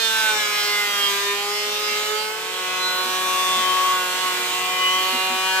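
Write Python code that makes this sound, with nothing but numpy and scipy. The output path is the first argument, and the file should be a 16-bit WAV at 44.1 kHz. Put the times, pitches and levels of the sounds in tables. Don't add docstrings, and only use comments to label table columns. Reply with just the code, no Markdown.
import sys
import numpy as np
from scipy import signal
from scipy.fft import rfft, irfft, next_fast_len
from scipy.io import wavfile
from scipy.ndimage import map_coordinates

SR = 44100
rng = np.random.default_rng(int(sys.argv[2]) if len(sys.argv) > 2 else 0)


def boost(x):
    u = np.asarray(x, float) / 20
    return 10 ** u


def dump(signal):
    limited = np.clip(np.atleast_2d(signal).T, -1, 1)
    pcm = np.round(limited * 32767).astype(np.int16)
    wavfile.write(sys.argv[1], SR, pcm)


N = 246959
T = np.arange(N) / SR


def curves(table):
    s, *columns = np.transpose(table)
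    return [np.interp(T, s, column) for column in columns]


def at_hz(table, hz):
    f, value = np.transpose(table)
    return np.interp(np.log(hz), np.log(f), value)


def bell(x, centre, spread):
    return np.exp(-.5 * ((x - centre) / spread) ** 2)


def walk(rate):
    coarse = T[::64]
    points = rng.standard_normal(int(N / SR * rate) + 4)
    smooth = map_coordinates(points, [1 + coarse * rate], order=3, prefilter=False)
    return 1.45 * np.interp(T, coarse, smooth)


def stereo(mid, side):
    return np.array([mid + side, mid - side])


def spectrum_hz(size):
    return np.maximum(np.arange(size // 2 + 1) * SR / size, 1.)


# (frequency [Hz], side minus mid [dB])
WIDTH = [(60, -6), (110, -6), (200, -14), (380, -6), (700, -10), (1290, -1.5), (2380, 0.5), (4400, 3.5),
         (8120, 0.5), (15000, 0)]


def side_db(hz):
    return at_hz(WIDTH, hz)


def drum(hz, soft, wobble):
    hz = hz + sum(gain * bell(T, s, spread) for s, spread, gain in soft)
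    phase = 2 * np.pi * np.cumsum(hz * (1 + wobble * walk(29.7))) / SR
    return hz, phase


def knives(hz, phase, lone_db, cut_db, orders, casing, flares, tail, lone, swell_db, flutter_db):
    peak_share = .6
    bite_db = 1.5 * np.exp(-T / .07)
    edge_db = .9 + .2 * cut_db + bite_db
    out = np.zeros((2, N))
    for k in range(1, 73):
        line_hz = k * hz.mean()
        flare_db = sum(db * bell(T, s, spread) for s, order, spread, db in flares if round(order) == k)
        casing_db = sum(db * bell(k * hz, f, spread) for f, spread, db in casing
                        if abs(f / line_hz - 1) < .12)

        reach = min(k / 24, 1)
        swell = walk(9.0)
        uneven = np.where(swell > 0, peak_share * swell, swell / peak_share)
        wander_db = (k != lone) * reach * swell_db * uneven
        wander_db = wander_db + flutter_db * (.55 + .55 * reach ** .5) * walk(20)

        if k == lone:
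            line_db = lone_db
        else:
            own_db = orders[k - 1][1] if k <= len(orders) else at_hz(tail, k)
            line_db = own_db + cut_db + reach ** 2 * edge_db
        level_db = line_db + wander_db + flare_db + casing_db

        angle = k * phase + 2 * np.pi * rng.random() + 0.47 * walk(3.44)
        side_level_db = side_db(line_hz) - 3.5 + 1.8 * walk(2.61)
        side_angle = angle + np.pi / 2 + 0.91 * rng.standard_normal() + 1.03 * walk(5.983)
        side = boost(side_level_db) * np.cos(side_angle)
        out += np.sqrt(2) * boost(level_db) * stereo(np.cos(angle), side)
    return out


def motor(mount, hz, phase, double_db):
    belt = 2.6
    centre, width, peak_db, off_db = mount
    angle = belt * phase + 0.12 * walk(11)
    hum = np.cos(angle) + boost(double_db + 2.2 * walk(3.9)) * np.cos(2 * angle)
    resonance = np.exp(-((belt * hz - centre) / width) ** 4)
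    level_db = off_db + (peak_db - off_db) * resonance
    return np.sqrt(2) * boost(level_db + 0.82 * walk(14)) * stereo(hum, 0.36 * np.sin(angle))


def hiss(spectrum, phase, chips_db, trim_db, gate):
    size = next_fast_len(N)
    f = spectrum_hz(size)
    shape = boost(at_hz(spectrum, f))
    shape /= np.sqrt(np.mean(shape ** 2 * (f > 8000) * (f < 15000)))
    mid = rfft(rng.standard_normal(size)) * shape
    side = rfft(rng.standard_normal(size)) * shape

    lead = np.clip(0.51 * (1 - f / 9000), 0, 1)
    side = (np.sqrt(1 - lead ** 2) * side + 1j * lead * mid) * boost(side_db(f))

    puff = np.cos(phase) + 1.2 * np.cos(2 * phase + 2.1)
    shared = walk(4.79)
    out = 0
    for hz in 22 * 2 ** np.arange(0, 10, .5):
        band = np.cos(np.pi * np.clip(np.log2(f / hz), -.5, .5)) ** 2
        flicker = boost(0.7 * shared + 1.43 * walk(9))
        gain = flicker * (1 + gate * min(hz / 4000, 1) * puff)
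        out = out + gain * stereo(irfft(mid * band, size)[:N], irfft(side * band, size)[:N])
    return out * boost(chips_db + trim_db)


# (time [s], drum rate [Hz], knife line [dB], depth of cut [dB], chip flow [dB])
INFEED = [
    (0, 225.2, -39.5, 2, -39.5),
    (.2, 219.9, -38, 3, -38),
    (.47, 208.7, -37.5, 1.8, -38.5),
    (.8, 206.3, -37, 2, -37),
    (1.12, 200, -34, 0.9, -37),
    (1.39, 203, -32, -0.1, -40),
    (1.57, 207, -34.5, -0.1, -40.4),
    (1.96, 209.6, -33.5, -1.5, -38),
    (2.4, 218.4, -31.5, -2.5, -42),
]
# (time [s], spread [s], rate gain [Hz])
IN_SOFT = [
    (.36, 0.0503, -0.78),
    (1.79, 0.0835, 1.11),
    (2.2, 0.099, -0.41),
]
# (multiple of drum rate [1], level [dB])
IN_ORDERS = [(1, -58.7), (2, -35.6), (3, -48.7), (4, -40.4), (5, -42.2), (6, -36.0), (7, -41.9), (8, -40.9),
             (9, -44.4), (10, -36.3), (11, -40.8), (12, -39.5), (13, -40.6), (14, -38.0), (15, -40.9),
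             (16, -39.7), (17, -41.1), (18, -42.3), (19, -43.4), (20, -47.4), (21, -46.2), (22, -44.5),
             (23, -46.2), (24, -46.3)]
# (multiple of drum rate [1], level [dB])
IN_TAIL = [(25, -47), (30, -53), (39, -53.5), (47, -62), (59, -60), (72, -68)]
# (frequency [Hz], spread [Hz], level [dB])
IN_CASING = [(872, 16, 5.5), (1000, 16, 6.0), (1128, 60, -4.5), (1376, 32, -10.0), (1536, 32, 12.0),
             (1808, 16, 6.0), (1936, 60, -4.0), (3184, 8, -15.5), (3424, 60, -5.0), (4352, 8, 8.0),
             (4552, 32, -5.5), (5184, 16, 7.5)]
# (time [s], multiple of drum rate
# [1], spread [s], level [dB])
IN_FLARES = [(0.08, 10, 0.065, -9), (0.1, 16, 0.13, 10), (0.12, 12, 0.22, -5), (0.18, 14, 0.059, -6),
             (0.3, 7, 0.039, 8.5), (0.3, 19, 0.074, 1), (0.34, 22, 0.05, -12.0), (0.34, 24, 0.05, -16.5),
             (0.48, 8, 0.14, 7), (0.519, 13, 0.17, -6), (0.58, 18, 0.092, -5), (0.74, 6, 0.08, -3),
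             (0.84, 10, 0.094, 7.5), (0.88, 7, 0.16, 6), (1.02, 16, 0.05, 9), (1.08, 11, 0.052, 4),
             (1.22, 4, 0.082, -15), (1.3, 18, 0.04, 8), (1.48, 14, 0.036, -14), (1.52, 8, 0.13, -12),
             (1.54, 18, 0.065, -6), (1.82, 27, 0.13, 6), (2.02, 7, 0.32, -5), (2.08, 6, 0.32, 3),
             (2.08, 14, 0.028, 9.5), (2.1, 12, 0.05, -13.0), (2.12, 32, 0.08, 11), (2.2, 18, 0.13, -9.5),
             (.01, 20, .05, 9), (.02, 19, .05, 6), (.04, 21, .08, 4.5), (.12, 18, .15, 4),
            (.27, 2, 0.022, -8), (.38, 17, .09, 6), (.41, 2, 0.024, -8), (.42, 11, .12, 6),
            (.94, 2, 0.057, -7), (1.06, 14, .05, 3.5), (1.45, 4, .06, 6), (2.05, 2, .04, -4),
            (2.14, 4, .09, 5.5)]
# (centre [Hz], half width [Hz], peak [dB], off-peak [dB])
IN_MOTOR = (552, 14.5, -45, -56.5)
# (frequency [Hz], density [dB per Hz])
IN_HISS = [(25, -28), (60, -5.5), (130, -6.5), (250, 5), (500, 5), (1200, 12), (3200, 8.5), (5500, 4),
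           (8300, 2), (9800, -4), (11000, -4.5), (12200, 3), (13500, -1), (15600, -2.5)]


def infeed_side():
    hz, knife_db, cut_db, chips_db = curves(INFEED)
    hz, phase = drum(hz, IN_SOFT, wobble=0.0005623)
    comb = knives(hz, phase, knife_db, cut_db, IN_ORDERS, IN_CASING, IN_FLARES, IN_TAIL,
                  lone=2, swell_db=2.2, flutter_db=2.76)
    hum = motor(IN_MOTOR, hz, phase, double_db=-18)
    air = hiss(IN_HISS, phase, chips_db, trim_db=-3.5, gate=0.7)
    return comb + hum + air


def mains():
    return np.sqrt(2) * boost(-64) * np.sin(2 * np.pi * 148 * T)


# (time [s], drum rate [Hz], table ring [dB], depth of cut [dB], chip flow [dB])
OUTFEED = [
    (2.5, 183.5, -35.5, -2.5, -42.5),
    (3.0, 183.8, -31, 0.2, -38.5),
    (3.18, 185.1, -27.5, 1.85, -37.5),
    (3.92, 185.1, -21, 1, -38.5),
    (4.04, 182.5, -29.5, 0.1, -38.5),
    (4.45, 182, -35, -1, -38.5),
    (4.89, 184.4, -25.5, -0.65, -38.5),
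    (5.12, 187, -29.5, 1.2, -38.5),
    (5.6, 188.9, -30.5, 2, -40),
]
# (time [s], spread [s], rate gain [Hz])
OUT_SOFT = [
    (3.65, .12, -.5),
    (4.229, .05, 2.2),
    (5.36, .08, -0.53),
]
# (multiple of drum rate [1], level [dB])
OUT_ORDERS = [(1, -57.8), (2, -40.4), (3, -43.5), (4, -39.8), (5, -39.3), (6, -29.3), (7, -40.0),
              (8, -40.5), (9, -42.0), (10, -43.4), (11, -38.8), (12, -46.5), (13, -39.5), (14, -43.2),
              (15, -40.6), (16, -39.7), (17, -39.8), (18, -43.2), (19, -41.0), (20, -44.6), (21, -47.0),
              (22, -47.2), (23, -46.0), (24, -50.9)]
# (multiple of drum rate [1], level [dB])
OUT_TAIL = [(25, -50.5), (29, -54), (44, -54.5), (52, -62), (68, -62), (72, -65)]
# (frequency [Hz], spread [Hz], level [dB])
OUT_CASING = [(915, 4.5, -1), (947, 8, 6.5), (1484, 5.6, -7), (1520, 8, 10), (1851, 15, 5.5),
              (1846, 16, -8), (2465, 99, 4), (2646, 14, -10.5), (2825, 5.1, 8), (3040, 5.6, 10),
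              (3760, 10, -6), (5920, 8, 12)]
# (time [s], multiple of drum rate,
# rounded [1], spread [s], level [dB])
OUT_FLARES = [(2.77, 15, 0.29, -4), (2.89, 22, 0.15, 12), (2.91, 21, 0.061, 3), (2.93, 8, 0.15, 11),
              (3.11, 18, 0.33, 4), (3.11, 31, 0.41, 7.5), (3.13, 17, 0.33, -6), (3.17, 11, 0.12, -18),
              (3.33, 16, 0.45, -4.5), (3.47, 7, 0.2, -10), (3.51, 19, 0.15, 6.5), (3.53, 13, 0.47, -6),
              (3.67, 15, 0.032, -11), (3.67, 17, 0.08, 9), (4.07, 9, 0.1, 4), (4.15, 8, 0.25, 6),
              (4.31, 16, 0.18, 4), (4.49, 3, 0.12, -18), (4.63, 8, 0.073, -16), (4.83, 9, 0.2, -5),
              (4.85, 11, 0.15, 9), (4.87, 16, 0.05, 14.5), (4.91, 17, 0.15, 11.5), (4.93, 19, 0.22, -6),
              (5.11, 12, 0.18, -13), (5.21, 4, 0.48, 4), (5.55, 9, 0.049, 11), (5.55, 11, 0.12, -12.0),
              (2.74, 14, .06, 8), (2.8, 11, .09, 6.5), (3.98, 8, .06, 5), (4.262, 6, 0.03, 7.5),
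             (4.3, 5, .2, 3), (4.95, 16, .2, 4), (5.1, 13, .3, 3.5), (5.22, 15, .15, 8),
             (5.38, 5.96, 0.032, -1.5), (5.52, 23, .08, 5), (5.524, 6.04, 0.026, -12), (5.56, 22, .1, 7),
             (5.58, 8, .1, 7), (5.58, 17, .05, 6)]
# (centre [Hz], half width [Hz], peak [dB], off-peak [dB])
OUT_MOTOR = (475.5, 5, -43.5, -51)
# (frequency [Hz], density [dB per Hz])
OUT_HISS = [(25, -24), (60, -16), (130, -6), (250, 3), (500, 5), (1200, 10), (3200, 8.5), (5000, 3),
            (7700, 3.5), (9900, -3), (12200, -0.5), (15600, -1.5)]


def outfeed_side():
    hz, ring_db, cut_db, chips_db = curves(OUTFEED)
    hz, phase = drum(hz, OUT_SOFT, wobble=0.00052)
    comb = knives(hz, phase, ring_db, cut_db, OUT_ORDERS, OUT_CASING, OUT_FLARES, OUT_TAIL,
                  lone=6, swell_db=2.5, flutter_db=1.6)
    hum = motor(OUT_MOTOR, hz, phase, double_db=-5.5)
    air = hiss(OUT_HISS, phase, chips_db, trim_db=-0.66, gate=0.091)
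    return comb + hum + air


# (time [s], peak level [dB], mode [Hz], length [s])
KNOCKS = [
    (3.046, -36, 245, 0.094),
    (3.553, -36, 234, 0.12),
    (5.13, -26.5, 249, 0.071),
    (5.298, -29, 245.3, 0.1),
]


def knocks():
    out = np.zeros(N)
    for s, db, hz, length in KNOCKS:
        t = np.clip((T - s + .012) / length, 0, 1)
        push = np.sin(np.pi * t ** 0.81) ** 2
        ring = np.sin(2 * np.pi * hz * T)
        ring += 0.48 * np.sin(2 * np.pi * 1.4 * hz * T)
        ring += 0.33 * np.sin(2 * np.pi * 5.8 * hz * T)
        out += boost(db - 6.0) * push * ring
    return out


# (start [s], end [s])
FADE_S = (2.155, 2.67)


def scene():
    fade = np.interp(T, FADE_S, (0, np.pi / 2))
    dip = boost(-2.5 * np.sin(2 * fade))
    machine = infeed_side() * np.cos(fade) + outfeed_side() * np.sin(fade)
    return machine * dip + mains() + knocks()


def top_cut(x):
    return signal.sosfilt(signal.butter(12, 16570, fs=SR, output="sos"), x)


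# (frequency [Hz], left minus right [dB])
PORTS = [(60, -0.5), (110, 0.5), (200, 2), (380, -2), (700, 0), (1290, 0), (2380, -2.5), (4400, -1),
         (8120, -3), (15000, -1.5)]


def record(dry):
    size = next_fast_len(N + 64)
    tilt = boost(at_hz(PORTS, spectrum_hz(size)) / 2)
    pair = irfft(rfft(dry, size) * np.array([tilt, 1 / tilt]), size)[:, :N]
    top = signal.ellip(12, .2, 60, 15440, fs=SR, output="sos")
    mix = signal.sosfilt(top, pair)
    return top_cut(mix)


dry = scene()
out = record(dry)
dump(out)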